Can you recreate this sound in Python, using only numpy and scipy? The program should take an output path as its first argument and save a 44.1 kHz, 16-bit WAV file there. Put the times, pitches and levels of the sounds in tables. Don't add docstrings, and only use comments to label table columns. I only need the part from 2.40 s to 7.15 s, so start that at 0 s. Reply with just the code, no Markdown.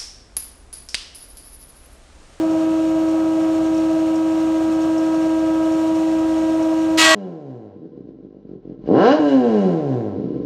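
import sys
import numpy as np
from scipy import signal
from scipy.fft import rfft, irfft, next_fast_len
from scipy.io import wavfile
from scipy.ndimage import uniform_filter1d, minimum_filter1d, map_coordinates

SR = 44100
rng = np.random.default_rng(int(sys.argv[2]) if len(sys.argv) > 2 else 0)


def materialize(psi):
    bounded = np.clip(np.atleast_2d(psi).T, -1, 1)
    quanta = np.round(bounded * 32767).astype(np.int16)
    wavfile.write(sys.argv[1], SR, quanta)


N = 209386

KNIFE_HZ, BELT_HZ = 320.9, 12.15
SWING_AT_S, SWING_S = 1.5, 1.2
PUSH_AT_S, PUSH_S = 3.3, .25
BITE_S = 4.5725

# (pitch [Hz], width [Hz], boost to the hiss [dB], ring when hit [dB])
HOOD_NOTES = [(5250, 83, 5.5, -18), (5620, 78, 2, -13), (6690, 160, 3.5, -16), (8350, 300, 2, -26),
              (13300, 250, 4, -36)]


def amp(db):
    return 10 ** (np.asarray(db) / 20)


def unit(x):
    return x / np.sqrt(np.mean(x ** 2) + 1e-20)


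def along(points, hz):
    pitches, values = np.transpose(points)
    return np.interp(np.log(hz + 1), np.log(pitches + 1), values)


def ramp(start_s, length_s):
    return np.clip((np.arange(N) / SR - start_s) / length_s, 0, 1)


def wobble(rate):
    return map_coordinates(rng.standard_normal(int(N * rate / SR) + 4), [np.arange(N) * rate / SR])


def filtered(x, response):
    size = next_fast_len(N + SR // 2)
    return irfft(rfft(x, size) * response(np.fft.rfftfreq(size, 1 / SR)), size)[:N]


def coloured(x, spectrum):
    return filtered(x, lambda hz: unit(amp(along(spectrum, hz))))


def turns(hz, drift):
    return np.cumsum(hz * (1 + drift * wobble(5))) / SR


def tone(cycles):
    return np.sqrt(2) * np.sin(2 * np.pi * (cycles + rng.random()))


def knife_whine(knife, swing):
    # (multiple of the knife rate, level [dB])
    steady_tones = [(1, -17.5), (7, -61), (8, -58.5), (9, -59), (14, -68)]
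    # (multiple, open-slot level [dB], change by swing [dB], then by push [dB])
    overtones = [(3, -39.3, 3.5, 0), (4, -44, 2.2, -4.6), (5, -50.4, 5.3, -3.5), (6, -61.5, 3.5, 3.5)]
    steady = sum(amp(db + .14 * wobble(14)) * tone(round(k) * knife) for k, db in steady_tones)
    cover = swing ** 2
    push = ramp(PUSH_AT_S, PUSH_S)
    upper = np.zeros(N)
    for k, open_db, swing_db, push_db in overtones:
        level_db = open_db + cover * swing_db + push * push_db
        upper += amp(level_db + .6 * wobble(4) + .87 * wobble(22)) * tone(round(k) * knife)
    throb_hz, first_throb_s = 17.045, .045
    beat = (np.arange(N) / SR - first_throb_s) * throb_hz + 1.5
    heights = amp(3.6 * rng.standard_normal(int(beat[-1]) + 1).clip(max=1))
    throb = 1 + 1.55 * heights[beat.astype(int)] * np.abs(np.sin(np.pi * beat)) ** 3
    dip_db = 3 * np.sin(np.pi * swing)
    octave = amp(-34.5 - dip_db) * throb * tone(2 * knife)
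    return steady + upper + octave


def belts_motor_and_blower(motor_hz=59.55, blower_hz=537.6):
    # (multiple of the lap rate, level [dB])
    belt_tones = [(5, -51.5), (6, -61), (7, -53), (8, -55), (9, -58.5), (11, -51), (13, -56.5), (14, -49.5),
                  (15, -57.5), (16, -57), (19, -56), (22, -56), (24, -47.5)]
    t = np.arange(N) / SR
    belts = sum(amp(db + 1.6 * wobble(6.9)) * tone(round(k) * BELT_HZ * t) for k, db in belt_tones)
    motor = amp(-55.5) * tone(motor_hz * t)
    blower = amp(-36.5 + wobble(14)) * tone(turns(blower_hz, drift=.0012))
    return belts + motor + blower


def rushing_air(knife, swing):
    # (frequency [Hz], relative level [dB])
    roar_shape = [(25, -28), (45, -17), (75, -10.5), (170, -4), (300, -4), (390, 0.5), (440, -10),
                  (510, -4), (630, -1.2), (780, -0.7), (930, -9.5), (1170, -7.5), (1400, -12.5),
                  (2200, -43.5)]
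    # (frequency [Hz], relative level [dB])
    hiss_shape = [(900, -25), (1600, 0), (1900, -3.5), (2800, -1), (3400, -4.5), (4400, -6.5), (4900, -12),
                  (5400, -8), (7000, -8.5), (8500, -13), (10000, -18.5), (10500, -23), (13200, -24.5),
                  (14400, -35)]
    roar = amp(-34.8 + .79 * wobble(19)) * coloured(rng.standard_normal(N), roar_shape)
    pulsing = 1 + .043 * tone(knife) + .03 * tone(2 * BELT_HZ * np.arange(N) / SR)
    hiss_gain = amp(-43.8 + .7 * wobble(25) + .2 * wobble(2))
    hiss = hiss_gain * coloured(pulsing * rng.standard_normal(N), hiss_shape)

    def hood_boost(hz):
        return amp(sum(db / (1 + (2 * (hz - pitch) / width) ** 2) for pitch, width, db, _ in HOOD_NOTES))

    return roar + amp(.9 * swing) * filtered(hiss, hood_boost)


def shop_echo(x, echo_db):
    # (frequency [Hz], time to fade by 60 dB [s])
    fade_times = [(200, 0.38), (2000, .5), (12000, 0.22)]
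    hz, t, noise = signal.stft(rng.standard_normal(SR // 2), SR, nperseg=256)
    fade = amp(-60 * t / along(fade_times, hz)[:, None])
    tail = signal.istft(noise * fade, SR, nperseg=256)[1]
    room = signal.fftconvolve(x, tail / np.linalg.norm(tail))[:N]
    return (x + amp(echo_db) * room) / np.hypot(1, amp(echo_db))


def hood_ticks(first_tick_s=.109, fade_s=.074):
    # (lap number from 0, strength [dB])
    hard_laps = [(0, -33.5), (15, -34.5), (20, -32), (28, -33.5), (30, -31.5), (32, -34), (39, -33),
                 (47, -33), (50, -33)]
    # (time [s], strength [dB])
    chips = [(1.377, -33.5), (3.5537, -34.5), (3.7844, -35)]
    # (frequency [Hz], relative level [dB])
    scuff_shape = [(1500, -22), (4500, -9), (5400, 9), (7000, 0), (9000, -14), (15000, -27)]
    laps_s = np.arange(first_tick_s, N / SR, 1 / BELT_HZ)
    laps_db = -42 + 1.8 * rng.standard_normal(len(laps_s))
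    for lap, db in hard_laps:
        laps_db[lap] = db
    t = np.arange(SR // 8) / SR
    scuff, ring = np.zeros((2, N + SR))
    for time_s, db in [*zip(laps_s, laps_db), *chips]:
        blow = amp(db - 60 * t / fade_s) * (1 - np.exp(-t / .0015))
        notes = np.zeros(len(t))
        for hz, _, _, ring_db in HOOD_NOTES:
            gain = amp(ring_db + 2.5 * rng.standard_normal())
            wander = .012 * np.cumsum(rng.standard_normal(len(t)))
            notes += gain * tone(hz * t + wander)
        start = round(time_s * SR)
        scuff[start:][:len(t)] += amp(-8) * blow * rng.standard_normal(len(t))
        ring[start:][:len(t)] += blow * notes
    return shop_echo(coloured(scuff[:N], scuff_shape) + ring[:N], echo_db=-8)


def splintering(knife, cutting_s, knives=4):
    # (frequency [Hz], relative level [dB])
    splinter_shape = [(200, -20.5), (550, -12.5), (1100, -1.5), (2000, -2), (2700, -0.5), (4000, 1),
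                      (4800, -5), (6000, -3), (7500, -6), (8200, -8.5), (10500, -17.5), (11700, -19),
                      (15500, -32)]
    loudness = amp(-9.2 - 37 * cutting_s) * (1 - np.exp(-cutting_s / .015))
    treble_db = -1.2 + 9 * np.exp(-cutting_s / .023)
    stroke = knife.astype(int)
    age_s = (knife % 1) / KNIFE_HZ
    edge = rng.standard_normal((knives, SR // 100))[stroke % knives, (age_s * SR).astype(int)]
    new_share = .6
    tear = np.sqrt(1 - new_share) * edge + np.sqrt(new_share) * rng.standard_normal(N)
    bite = amp(1.3 * (stroke % 2) + 1.2 * rng.standard_normal(N // 50)[stroke])
    bursts = loudness * unit(bite * np.exp(-age_s / .001) * tear)
    body = filtered(bursts, lambda hz: 1 / (1 + (hz / 3000) ** 2))
    treble = amp(treble_db) * (bursts - body)
    return shop_echo(coloured(body + treble, splinter_shape), echo_db=3)


def board_howl(knife, load):
    # (multiple of the knife rate, relative level at first nick [dB], in full contact [dB])
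    board_tones = [(2, -24, -5), (2.5, -26, -17), (3, -9, -15), (3.5, -18, -7), (4, -9, -17),
                   (5, -10, -7.5), (6, -4, -1.5), (7, -11, -18), (8, -5, -14), (9, -9, -15), (10, -13, -17),
                   (12, -16, -19), (13.5, -16, -18), (16, -14, -27), (25, -24, -21)]
    contact = ramp(BITE_S + .04, length_s=.06)
    howl = np.zeros(N)
    for k, nick_db, full_db in board_tones:
        gain = (1 - contact) * amp(nick_db) + contact * amp(full_db)
        flicker = amp(2 * wobble(60))
        howl += gain * flicker * tone(round(2 * k) / 2 * knife + .061 * wobble(70))
    return amp(-9.3) * load * howl


def scene():
    swing = ramp(SWING_AT_S, SWING_S)
    cutting_s = np.maximum(np.arange(N) / SR - BITE_S, 0)
    load = 1 - np.exp(-cutting_s / .048)
    knife = turns(KNIFE_HZ * (1 - .002 * load), drift=.0003)
    machine = knife_whine(knife, swing) + belts_motor_and_blower() + rushing_air(knife, swing)
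    return (machine + hood_ticks() + splintering(knife, cutting_s) + board_howl(knife, load))[None]


def record(dry, ceiling=.72, top_hz=15730):
    x = dry[0]
    needed_gain = np.minimum(1, ceiling / (np.abs(x) + 1e-9))
    held_gain = minimum_filter1d(needed_gain, size=140)
    smooth_gain = uniform_filter1d(held_gain, size=120)
    return filtered(x * smooth_gain, lambda hz: hz < top_hz)[None]


dry = scene()
out = record(dry)
materialize(out)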